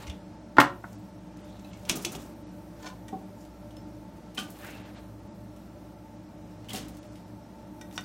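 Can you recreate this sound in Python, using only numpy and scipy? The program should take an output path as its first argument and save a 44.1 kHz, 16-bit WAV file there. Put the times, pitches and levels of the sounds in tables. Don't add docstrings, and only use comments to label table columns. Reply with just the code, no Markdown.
import sys
import numpy as np
from scipy import signal
from scipy.fft import rfft, irfft, next_fast_len
from scipy.io import wavfile
from scipy.ndimage import uniform_filter1d, map_coordinates

SR = 44100
rng = np.random.default_rng(int(sys.argv[2]) if len(sys.argv) > 2 else 0)


def level_to_linear(level):
    exponent = np.asarray(level, float) / 20
    return 10 ** exponent


def int16_out(signal):
    q = np.round(np.clip(np.atleast_2d(signal).T, -1, 1) * 32767)
    wavfile.write(sys.argv[1], SR, q.astype(np.int16))


N = 354828
SIZE = 2 ** 15


def unit(x):
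    return x / np.sqrt(np.mean(x ** 2) + 1e-20)


def along(points, hz):
    f, v = np.transpose(points)
    return np.interp(np.log(hz + 1), np.log(f + 1), v)


def wobble(rate_hz):
    return map_coordinates(rng.standard_normal(int(N * rate_hz / SR) + 4), [np.arange(N) * rate_hz / SR])


def coloured(x, gain):
    m = next_fast_len(N + 8192)
    return unit(irfft(rfft(x, m) * gain(np.fft.rfftfreq(m, 1 / SR)), m)[:N])


def noise_like(x, colour):
    return coloured(x, lambda hz: level_to_linear(along(colour, hz)))


def causal(level_db):
    cep = irfft(np.log(level_to_linear(level_db) + 1e-6))
    cep[1:len(cep) // 2] *= 2
    cep[len(cep) // 2 + 1:] = 0
    return np.exp(rfft(cep))


def phase_walk(t, speed):
    steps = rng.standard_normal(len(t) // 64)
    return np.interp(t, t[::64], speed * np.sqrt(64 / SR) * np.cumsum(steps))


def swells(rows, grows):
    t = np.arange(0, N, 128) / SR
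    gains = 0
    for s, rise, fall, db in rows:
        speed = np.interp(t, [s - abs(rise), s, s + abs(fall)], [0, 1, 0])
        gains = gains + level_to_linear(db) * speed ** grows
    return np.interp(np.arange(N) / SR, t, gains)


# f/Hz, t60/s
KITCHEN = [(150, 0.36), (1200, 0.29), (3500, 0.24), (8000, 0.21), (15000, 0.086)]


def echo():
    hz, t, z = signal.stft(rng.standard_normal(SIZE // 2), SR, nperseg=256)
    tail = signal.istft(z * level_to_linear(-60 * t / along(KITCHEN, hz)[:, None]), SR, nperseg=256)[1]
    return rfft(np.pad(tail / np.linalg.norm(tail), (200, 0)), SIZE)


def struck(events, colour, modes, usual_db, gain_db, ring_db, room_db):
    out, t, hz = np.zeros(N + SIZE), np.arange(SIZE // 2) / SR, np.fft.rfftfreq(SIZE, 1 / SR)
    for s, db, treble_db, t60, own_db in events:
        tilt = 0.44 * (treble_db - usual_db) * np.log2(1 + (hz / 2500) ** 2)
        chatter = level_to_linear(-60 * t / max(t60, .002)) * rng.standard_normal(len(t))
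        chatter *= (1 - np.exp(-t / 0.00096)) * (0.19 + rng.exponential(1, len(t)))
        chatter = rfft(chatter, SIZE)
        own = 10 * np.log10(np.abs(uniform_filter1d(np.abs(chatter) ** 2, size=400)) + 1e-9)
        blow = irfft(chatter * causal(along(colour, hz) + tilt - own + own.mean()))
        blow = blow / np.abs(blow).max()
        ring = np.zeros(len(t))
        for f, level, life in modes:
            fade = level_to_linear(level + rng.normal(0, 2.1) - 60 * t / life)
            ring += fade * np.sin(2 * np.pi * f * t + np.sqrt(f / 1000) * phase_walk(t, 6))
        blow[:len(t)] += level_to_linear(ring_db + own_db) * ring * (1 - np.exp(-t / 0.0023))
        walls = irfft(rfft(blow) * echo())
        out[round(s * SR):][:SIZE] += level_to_linear(db + gain_db) * (blow + level_to_linear(room_db) * walls)
    return out[:N]


CLACK = [
    (0.568, -20.5, -28, 0.029, -3),
    (0.5838, -0.95, -31, 0.0076, 8.5),
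    (0.593, -9.5, -26, .005, 0),
    (0.5995, -8, -21, 0.02, -5),
    (0.6145, -8, -15, 0.0098, -6),
    (0.624, -16, -27, 0.01, -13),
    (0.638, -15.5, -29, 0.012, -5),
    (0.647, -20, -30, .015, -6),
    (0.839, -28.5, -43, 0.027, -1),
]
SNAP = [
    (.5675, -33, -4, 0.038, 0),
    (.5838, -28.5, -4.5, 0.055, 0),
    (.6002, -16, 1.5, .03, 0),
    (.6035, -21, 6.5, 0.062, 0),
]
CASE = [(50, -37), (95, -30), (135, -2), (200, -18), (294, 2.5), (450, -15.5), (667, -9.5), (1000, -2),
        (1400, -0.5), (1900, -5.5), (2400, -17.5), (4200, -26), (10300, -60), (15500, -56.5)]
CLACK_RING = [(129.4, -11.5, 0.2), (254, -15, 0.21), (299, -5, 0.13), (353, -9, 0.26), (560, -14, 0.27),
              (680, 0, 0.063), (729, -8, 0.21), (877, 2.5, 0.089), (965, 2, 0.074), (1031, -4, 0.062),
              (1334, -1.5, 0.17), (1369, 7, 0.067), (1735, -11, 0.06), (2100, -6, 0.05),
              (950, 1, 0.026), (1040, 4, 0.072), (1120, -4, 0.068), (1270, -6, 0.064), (1550, -4, 0.096),
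             (1730, -9, 0.06), (1860, 2.5, 0.05), (2154, -7.5, 0.09), (2760, -23, 0.037)]
PRONG = [(1500, -34.5), (2300, -0.5), (2800, 1.5), (4000, -3), (6500, -9), (9500, -11), (10800, -22),
         (12500, -8), (15500, -18)]


def plug():
    body = struck(CLACK, CASE, CLACK_RING, usual_db=-10.5, gain_db=0.6, ring_db=-21.0, room_db=-12.5)
    return body + struck(SNAP, PRONG, [], usual_db=4.5, gain_db=2.0, ring_db=-30, room_db=-8.5)


DOOR = [(.0682, -41, -21, 0.041, 10), (1.3695, -51.5, -9.5, 0.02, -5), (1.5933, -50, -10, 0.0251, -4),
        (1.8507, -40, -16.5, .05, -6), (1.8954, -12, -15.5, 0.012, 2), (1.899, -20, -20, 0.02, -2),
        (1.9065, -25, -17.5, 0.013, -6), (1.9135, -28, -8, 0.015, -2), (1.921, -34, -10.5, .02, 0),
        (1.9555, -27, -2.5, 0.12, -3), (2.0225, -34.5, 4, 0.058, -8), (2.0482, -21, -15, 0.037, 10),
        (2.061, -37.5, -3, 0.024, -4), (2.1188, -30.5, -1, 0.071, -13), (2.2181, -44, 1.5, .04, -8)]
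KNOCK = [
    (1.906, -23.5, -6, 0.011, -3),
    (1.913, -31, -10, 0.019, 0),
    (1.953, -26, -12, 0.017, 2),
    (1.967, -26, -10, 0.018, -1),
    (1.985, -34, -8, 0.026, -3),
    (2.062, -27, -10, 0.024, 1.5),
    (2.085, -35, -10, 0.027, -1),
    (2.114, -31, -10, 0.028, -5),
    (2.152, -29, -7, 0.021, 1),
    (2.175, -30.5, -9, 0.022, -6),
]
CREAK = [
    (.077, -37, -3, .03, 2.5),
    (1.6462, -48, -2, .02, -6),
    (1.732, -42.5, -5, 0.022, -6),
]
PIN = [
    (.0973, -34.5, -1, 0.037, -8),
    (2.1497, -32.5, -4, 0.024, -8),
    (6.6858, -40.5, -11, .02, -2),
    (6.7035, -37, -10, 0.03, 3),
]
GLASS = [(88, -13.5), (200, -8.5), (420, -19), (1200, -12), (1900, -14.5), (2600, -3), (3500, -5.5),
         (4700, -9.5), (5800, -3.5), (8000, -10.5), (15500, -23)]
GLASS_RING = [(251, -13.5, 0.138), (338, -10.5, 0.2), (400, -16, 0.15), (2450, 1, 0.02), (2940, -14, 0.025),
              (3160, -18.5, .03), (3400, -2.5, 0.021), (4380, -6, 0.025), (5490, -8, 0.03),
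              (5850, -7, 0.045)]
STOP_RING = [(143, 0, 0.1), (246, -8, 0.13), (330, -17, 0.12), (403, -3, 0.15), (560, -18, .06),
             (750, 0, 0.047), (1230, -3.5, 0.045)]
SPRING_RING = [(2108, 0, 0.06), (2600, -3, 0.055), (2860, -11.5, 0.23), (3660, -8, 0.046)]
PIN_RING = [(2850, -1, 0.04), (3130, -10, 0.031), (3270, 7, 0.025), (3710, -4, 0.028)]
COUNTER = [(60, -39.5), (190, 15), (400, 1), (760, -5), (1100, -29), (1500, -28), (4000, -23), (9000, -53)]


def door():
    return (struck(DOOR, GLASS, GLASS_RING, usual_db=-15.5, gain_db=4.0, ring_db=-17.0, room_db=-8.5)
            + struck(KNOCK, COUNTER, STOP_RING, usual_db=2, gain_db=-8, ring_db=-4.5, room_db=-8.5)
            + struck(CREAK, GLASS, SPRING_RING, usual_db=4.0, gain_db=1.5, ring_db=-10.0, room_db=-5.5)
            + struck(PIN, GLASS, PIN_RING, usual_db=2.0, gain_db=2.5, ring_db=-4.0, room_db=-8))


PLATE = [
    (3.081, -35.5, -12, 0.055, -2.5),
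    (7.8112, -36, -9.5, 0.028, 2),
    (7.9106, -44, -16, 0.011, 1),
    (7.9573, -45.5, -4, .02, -8),
    (7.9775, -19.5, -22, 0.011, -1),
    (8.0084, -36, -6, 0.0122, -16),
    (8.0394, -38, -6.5, .012, 2),
]
# t/s, peak level/dB
LIFT = [(2.798, -47), (2.8292, -38.5), (2.844, -37), (2.8578, -33), (2.8637, -30.5), (2.872, -32),
        (2.885, -39), (2.899, -40), (2.91, -46.5)]
CHINA = [(200, -12), (500, -10), (1000, -1), (1600, -2.5), (2500, -2.5), (3600, 0), (4400, -18), (5800, -7),
         (9000, -14), (15500, -34)]
CHINA_RING = [(736, -9, 0.25), (1090, -10.5, 0.094), (1500, 1, 0.047), (1910, -3.5, 0.11),
              (2350, -3, 0.064), (2870, -0.5, 0.037), (3670, 2, 0.04), (4500, -5, 0.04), (5360, -4, 0.037),
              (5900, -5.5, 0.062), (8240, -19, .03)]
STACK = [(240, -36.5), (400, -3), (700, -19), (1050, -20), (1500, -11), (2300, -7), (3500, -0.5),
         (4600, -11), (6500, 0), (15500, -44)]
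STACK_RING = [(624, 3.5, 0.093), (750, 0.5, 0.091), (1024, -1, 0.15), (1468, 3, 0.05), (1774, -1.5, 0.064),
              (2343, -2.5, 0.047), (4400, -5, 0.042), (5260, -5, 0.057), (5900, -7, .03), (6940, -12, .03)]


def plate():
    lift = [(s, db, -12.5, 0.027, 0) for s, db in LIFT]
    taps = struck(PLATE, CHINA, CHINA_RING, usual_db=-18.0, gain_db=-2.5, ring_db=-11.0, room_db=-9.0)
    return taps + struck(lift, STACK, STACK_RING, usual_db=-6.5, gain_db=-4.5, ring_db=-7.0, room_db=-9.5)


THUD = [
    (3.126, -33.5, -8, 0.047, 5),
    (4.378, -34.5, -13, 0.025, -2),
    (6.735, -34.5, -22, 0.047, -1.5),
    (6.776, -39.5, -18, 0.054, -10),
]
COUNTER_RING = [(223, -6, 0.051), (303, -7, 0.11), (405, 0, 0.082), (573, -4, 0.05), (756, 4.5, 0.1),
                (1105, -12.5, 0.19)]


def thuds():
    return struck(THUD, COUNTER, COUNTER_RING, usual_db=-1.5, gain_db=2.0, ring_db=-8.5, room_db=-3.5)


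TONGS = [
    (3.7073, -44.5, -14, .023, -2),
    (3.7675, -42, -11, 0.01, -7),
    (4.3774, -24, -20, 0.02, 11),
    (4.3803, -26.5, -19, .02, 16.5),
    (4.3872, -27, -10.5, 0.039, -4),
    (4.4091, -31.5, -5, 0.028, 6),
    (4.4233, -46, -35, 0.022, 1),
    (6.747, -29.5, -13, 0.028, -11),
    (6.826, -41, -16, 0.022, -2),
]
WIRE = [(300, -42.5), (700, -25), (1200, -7), (1600, 1), (2300, -7.5), (3050, 8), (3800, -1.5), (5500, -5),
        (8000, -8.5), (15500, -26)]
WIRE_RING = [(1128, -2.5, 0.073), (1190, 4, 0.1), (1474, 3.5, 0.097), (1520, -1, 0.083), (2510, -2, 0.059),
             (2820, 7, 0.026), (3170, 9, 0.017), (3170, -14.5, 0.028), (5570, -20, .03), (8000, -15, 0.039)]


def tongs():
    return struck(TONGS, WIRE, WIRE_RING, usual_db=-16.5, gain_db=-1.0, ring_db=-28.5, room_db=-6.0)


# t/s, peak level/dB, treble/dB
CRUST = [(3.4501, -46, -14), (4.1664, -47, -7), (4.347, -37.5, -8), (4.396, -32, -15), (4.431, -38, -6),
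         (4.9576, -51, -21), (5.562, -48, -11), (6.644, -44, -17.5), (6.686, -40, -10), (6.694, -33, -11),
         (6.705, -32, -12), (6.732, -24.5, -9.5), (6.7369, -30, -9), (6.757, -25.5, -11.5),
         (6.764, -29, -17), (6.773, -34, -7), (6.784, -35.5, -12), (6.809, -43, -16), (6.848, -42.5, -22),
         (6.8823, -37, -7), (6.9687, -41, -8), (7.029, -42.5, -15.5), (7.1547, -43, -14),
         (7.2776, -53, -15)]
# t/s, peak level/dB, treble/dB
GRAZE = [(1.891, -24, -12), (4.374, -32, -21), (4.503, -33, 1), (4.588, -38, -2), (4.601, -37, 7.5),
         (4.62, -36, 5.5), (4.6326, -41, -16), (4.6467, -37, -1), (4.665, -38.5, -3), (4.686, -39, 5),
         (4.705, -44, -8), (4.752, -45, -12), (4.775, -46, -4), (7.926, -41, -13)]
CRUMB = [(500, -39.5), (1500, -2), (3000, 3.5), (6000, -2.5), (10000, -7), (15500, -13)]


def light_touches():
    crust = [(s, db, treble_db, 0.032, 0) for s, db, treble_db in CRUST]
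    graze = [(s, db, treble_db, .16 * level_to_linear(0.62 * db), 0) for s, db, treble_db in GRAZE]
    return struck(crust + graze, CRUMB, [], usual_db=-16.0, gain_db=-0.5, ring_db=-30, room_db=-1.5)


# fastest t/s, speeding up/s, slowing down/s, body level/dB, grit over body/dB
STROKES = [(.003, 0.01, 0.22, -43.5, -16.5), (1.42, 0.15, 0.4, -63, -10), (1.84, 0.99, 0.058, -58, -9.5),
           (1.89, 0.05, 0.62, -42.5, -16.5), (2.035, 0.057, 0.12, -63, 11), (2.12, 0.031, 0.37, -53.5, 0.5),
           (2.863, 0.15, 0.15, -47.5, -7.5), (3.43, 0.12, 0.053, -59.5, -0.5), (0.929, 0.3, 0.2, -58.5, -7),
           (4.45, 0.04, 0.18, -53, -11), (4.5, 0.053, 0.17, -64.5, 3), (4.56, 0.1, 0.11, -59, -25),
           (4.86, 0.071, 0.11, -55, -20), (4.672, 0.18, 0.23, -45, -14), (4.77, 0.06, 0.42, -52.5, -22),
           (4.965, 0.051, 0.22, -54.5, -19), (6.748, 0.1, 0.25, -42, -10.5), (6.95, 0.054, 0.45, -60, -4.5),
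           (7.149, 0.22, 0.057, -70, -1), (7.963, 0.088, 0.05, -52.5, -1)]
# f/Hz, level/dB per Hz
DRAG = [(150, -120), (400, 6.5), (900, 3), (1600, -3), (2300, -5), (3200, -6.5), (4200, -7.5), (5500, -18),
        (9000, -23), (16000, -50.5)]
GRIT = [(3000, -120), (4500, -0.5), (7000, 3.5), (10000, -4), (13500, -5), (16000, -9.5)]


def rubbing():
    body = swells([row[:4] for row in STROKES], grows=2)
    grit = swells([(s, rise, fall, db + over_db) for s, rise, fall, db, over_db in STROKES], grows=2.84)

    def slips(share, size):
        jumps = (rng.random(N) < share) * rng.exponential(1, N)
        return rng.standard_normal(N) * (1 + size * jumps)

    drag = noise_like(slips(0.023, 1.0) * level_to_linear(1.4 * wobble(50)), DRAG)
    fizz = noise_like(slips(0.025, 1.5) * level_to_linear(2.8 * wobble(83)), GRIT)
    return level_to_linear(-3.5) * body * drag + level_to_linear(1.0) * grit * fizz


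def squeal(course, gain_db):
    width_hz = 940
    t, (s, hz, db) = np.arange(N) / SR, np.transpose(course)
    slips = rng.standard_normal((2, N)) * (1 + 9 * (rng.random(N) < .004))
    a, b = [coloured(x, lambda f: 1 / (1 + (2 * f / width_hz) ** 2)) for x in slips]
    turn = 2 * np.pi * np.cumsum(np.interp(t, s, hz)) / SR
    fade = np.clip(np.minimum(t - s[0], s[-1] - t) / .03, 0, 1)
    level = level_to_linear(gain_db + np.interp(t, s, db) + 3.0 * wobble(60))
    return level * fade * (a * np.cos(turn) + b * np.sin(turn))


# t/s, f/Hz, level/dB
RUNNER = [(4.56, 1736, -71), (4.652, 1764, -44.5), (4.734, 1700, -55), (4.808, 2050, -64),
          (4.914, 1520, -58), (4.934, 1570, -73), (4.96, 1620, -55), (4.98, 1620, -62)]
RUNNER_UPPER = [(4.6, 2640, -58), (4.646, 2660, -55), (4.684, 2570, -54.5), (4.74, 2684, -51),
                (4.744, 2600, -60), (4.9, 2720, -66)]
HINGE = [(1.3, 3290, -79), (1.44, 3010, -68), (1.53, 3930, -68), (1.66, 3680, -66.5), (1.8, 2310, -78)]


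def squeals():
    return squeal(RUNNER, gain_db=-4) + squeal(RUNNER_UPPER, gain_db=-3.0) + squeal(HINGE, gain_db=-0.5)


# t/s, f/Hz, peak level/dB, t60/s
TINK = [(.098, 3520, -39, .03), (.1025, 3420, -36, 0.017), (.103, 2430, -42, 0.027),
        (1.6462, 2600, -54, .08), (1.6462, 4010, -48.5, .05), (1.732, 2210, -48, 0.055),
        (1.879, 2950, -41, .02), (2.829, 4600, -54, 0.066), (2.866, 4520, -46, 0.066),
        (2.866, 5240, -55, 0.052), (2.906, 4600, -54, .05), (4.368, 2500, -39, .02),
        (4.376, 3130, -28.5, 0.037), (4.743, 2650, -45, .06), (4.795, 2600, -55, 0.044),
        (6.689, 3030, -36.5, 0.062), (6.722, 2020, -41, .04), (6.747, 2770, -35, .03),
        (6.759, 5500, -35, .03), (6.772, 6360, -35, .025), (3.767, 5250, -45, .03),
        (7.815, 3670, -50, 0.034), (7.957, 5630, -43, 0.046), (7.962, 4600, -47, 0.028),
        (8.037, 4600, -45, .04)]


def tinks():
    out, t = np.zeros(N + SIZE), np.arange(SIZE // 4) / SR
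    for s, hz, db, t60 in TINK:
        tone = np.sin(2 * np.pi * hz * t + phase_walk(t, 12))
        fade = level_to_linear(db - 60 * t / max(t60, .005)) * (1 - np.exp(-t / 0.0011))
        out[round(s * SR):][:SIZE] += irfft(rfft(fade * tone, SIZE) * (1 + level_to_linear(-6.0) * echo()))
    return out[:N]


# peak t/s, rise/s, fall/s, level/dB
BUMP = [
    (1.904, 0.064, 0.35, -39.5),
    (2.15, 0.12, 0.249, -34.5),
    (6.78, 0.13, 0.23, -34),
]
JOLT = [
    (.1, 0.028, 0.035, -34.5),
]
# f/Hz, level/dB per Hz
BOOM = [(30, -120), (55, 11), (120, -11.5), (260, 13), (420, -7), (900, -33)]


def counter():
    shake = swells(BUMP, grows=1.2) * noise_like(rng.standard_normal(N), BOOM)
    jolt = np.sqrt(2) * swells(JOLT, grows=1.2) * np.sin(2 * np.pi * 72 * np.arange(N) / SR)
    return level_to_linear(-10.0) * shake + jolt


# t/s, level/dB
HISS = [(0, -67.5), (.41, -87), (.82, -68), (1.34, -80.5), (1.71, -69), (4.301, -74.5), (4.58, -63),
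        (4.95, -72.5), (6.9, -77.5), (7.7, -74), (8.046, -65.5)]
# f/Hz, level/dB per Hz
SIZZLE = [(4000, -120), (7000, -7.5), (9500, -1), (10400, -6), (12500, 0.5), (15500, -4.5)]


def sizzle():
    noise = rng.standard_normal(N) * level_to_linear(1.1 * wobble(11))
    level_db = 2.5 + np.interp(np.arange(N) / SR, *np.transpose(HISS))
    return level_to_linear(level_db) * noise_like(noise, SIZZLE)


# f/Hz, rms level/dB
HUM = [(59.3, -57.5), (109, -57.5), (307, -55.5)]
# f/Hz, width/Hz, rms level/dB
DRONE = [(59.3, 6, -67), (109.4, 11, -57.5), (189.2, 14, -59), (230.2, 13, -59.5), (300.9, 19, -57),
         (331.4, 3.3, -62), (358, 84, -63), (592.6, 27, -59), (883, 49, -62), (1345, 51, -73.5),
         (5561, 16, -81.5)]
# f/Hz, level/dB per Hz
AIR = [(15, -56), (25, -17), (48, -15.5), (80, -5.5), (114, -6.5), (137, -10.5), (185, 3.5), (263, -10.5),
       (301, 0), (335, -18.5), (591, -11), (1040, -21.5), (3250, -34), (5730, -33.5), (16000, -41)]


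def refrigerator():
    t = np.arange(N) / SR
    tones, bands = np.zeros(N), np.zeros(N)
    for hz, db in HUM:
        level = np.sqrt(2) * level_to_linear(db + 1.1 * wobble(2.856))
        tones += level * np.sin(2 * np.pi * hz * t + 0.58 * wobble(2.22))
    for centre, width, db in DRONE:
        band = coloured(rng.standard_normal(N), lambda hz: 1 / (1 + (2 * (hz - centre) / width) ** 2))
        bands += level_to_linear(db + 1.8 * wobble(4.4)) * band
    drift = level_to_linear(.4 * wobble(1.5) + .4 * wobble(8))
    air = coloured(rng.standard_normal(N), lambda hz: level_to_linear(along(AIR, hz)) / (1 + (hz / 9000) ** 4))
    return tones + bands * level_to_linear(0.446 * wobble(3.7)) + level_to_linear(-43 - 5.5) * drift * air


def scene():
    handled = plug() + door() + plate() + thuds() + tongs() + light_touches()
    moving = rubbing() + squeals() + tinks() + counter()
    mono = handled + moving + sizzle() + refrigerator()
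    return np.array([mono, mono])


# f/Hz, side minus mid/dB
SPREAD = [(60, -77), (110, -73), (200, -76.5), (380, -45), (700, -41), (1290, -24.5), (2380, -27),
          (4400, -23), (8120, -25.5), (15000, -23)]


def faint_side(mid):
    m = next_fast_len(N + 8192)
    hz = np.fft.rfftfreq(m, 1 / SR)
    eased = mid * level_to_linear(2.0 * wobble(9)) / (1 + 150 * uniform_filter1d(np.abs(mid), size=1024))
    gain = level_to_linear(along(SPREAD, hz) + 12.5 - 5.7 * (hz < 1800))
    return irfft(rfft(np.roll(eased, 40), m) * gain, m)[:N]


# f/Hz, rarity/sigma
GAPS = [(3500, 2.3), (4800, 1.1), (6000, 1.7), (7200, 1.1), (9000, 1.4), (10400, .5), (12000, 1.0),
        (15000, .6)]


def dropouts(x):
    hz, t, z = signal.stft(x, SR, nperseg=1024)
    field = uniform_filter1d(rng.standard_normal(z.shape[1:]), size=5, axis=0)
    field = unit(uniform_filter1d(field, size=6, axis=1))
    stripes = unit(uniform_filter1d(rng.standard_normal(len(t)), size=3))
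    share = np.clip((hz[:, None] - 7000) / 4000, 0, .8)
    field = np.sqrt(1 - share ** 2) * field + share * stripes
    treble = np.abs(z[0, hz > 8000]).mean(axis=0)
    loud = treble > 2 * np.median(treble)
    keep = (field < along(GAPS, hz)[:, None]) | loud | (hz[:, None] < 3500)
    return signal.istft(z * keep, SR, nperseg=1024)[1][:, :N]


def top_cut(x):
    return signal.sosfilt(signal.butter(12, 16480, fs=SR, output="sos"), x)


def record(dry):
    side = faint_side(dry[0])
    x = dropouts(dry) + np.array([side, -side])
    x = x / (1 + np.abs(x / 1.02) ** 16) ** (1 / 16)
    m, top_hz = next_fast_len(N + 8192), 15830
    x = irfft(rfft(x, m) * (np.fft.rfftfreq(m, 1 / SR) < top_hz), m)[:, :N]
    return top_cut(x)


dry = scene()
out = record(dry)
int16_out(out)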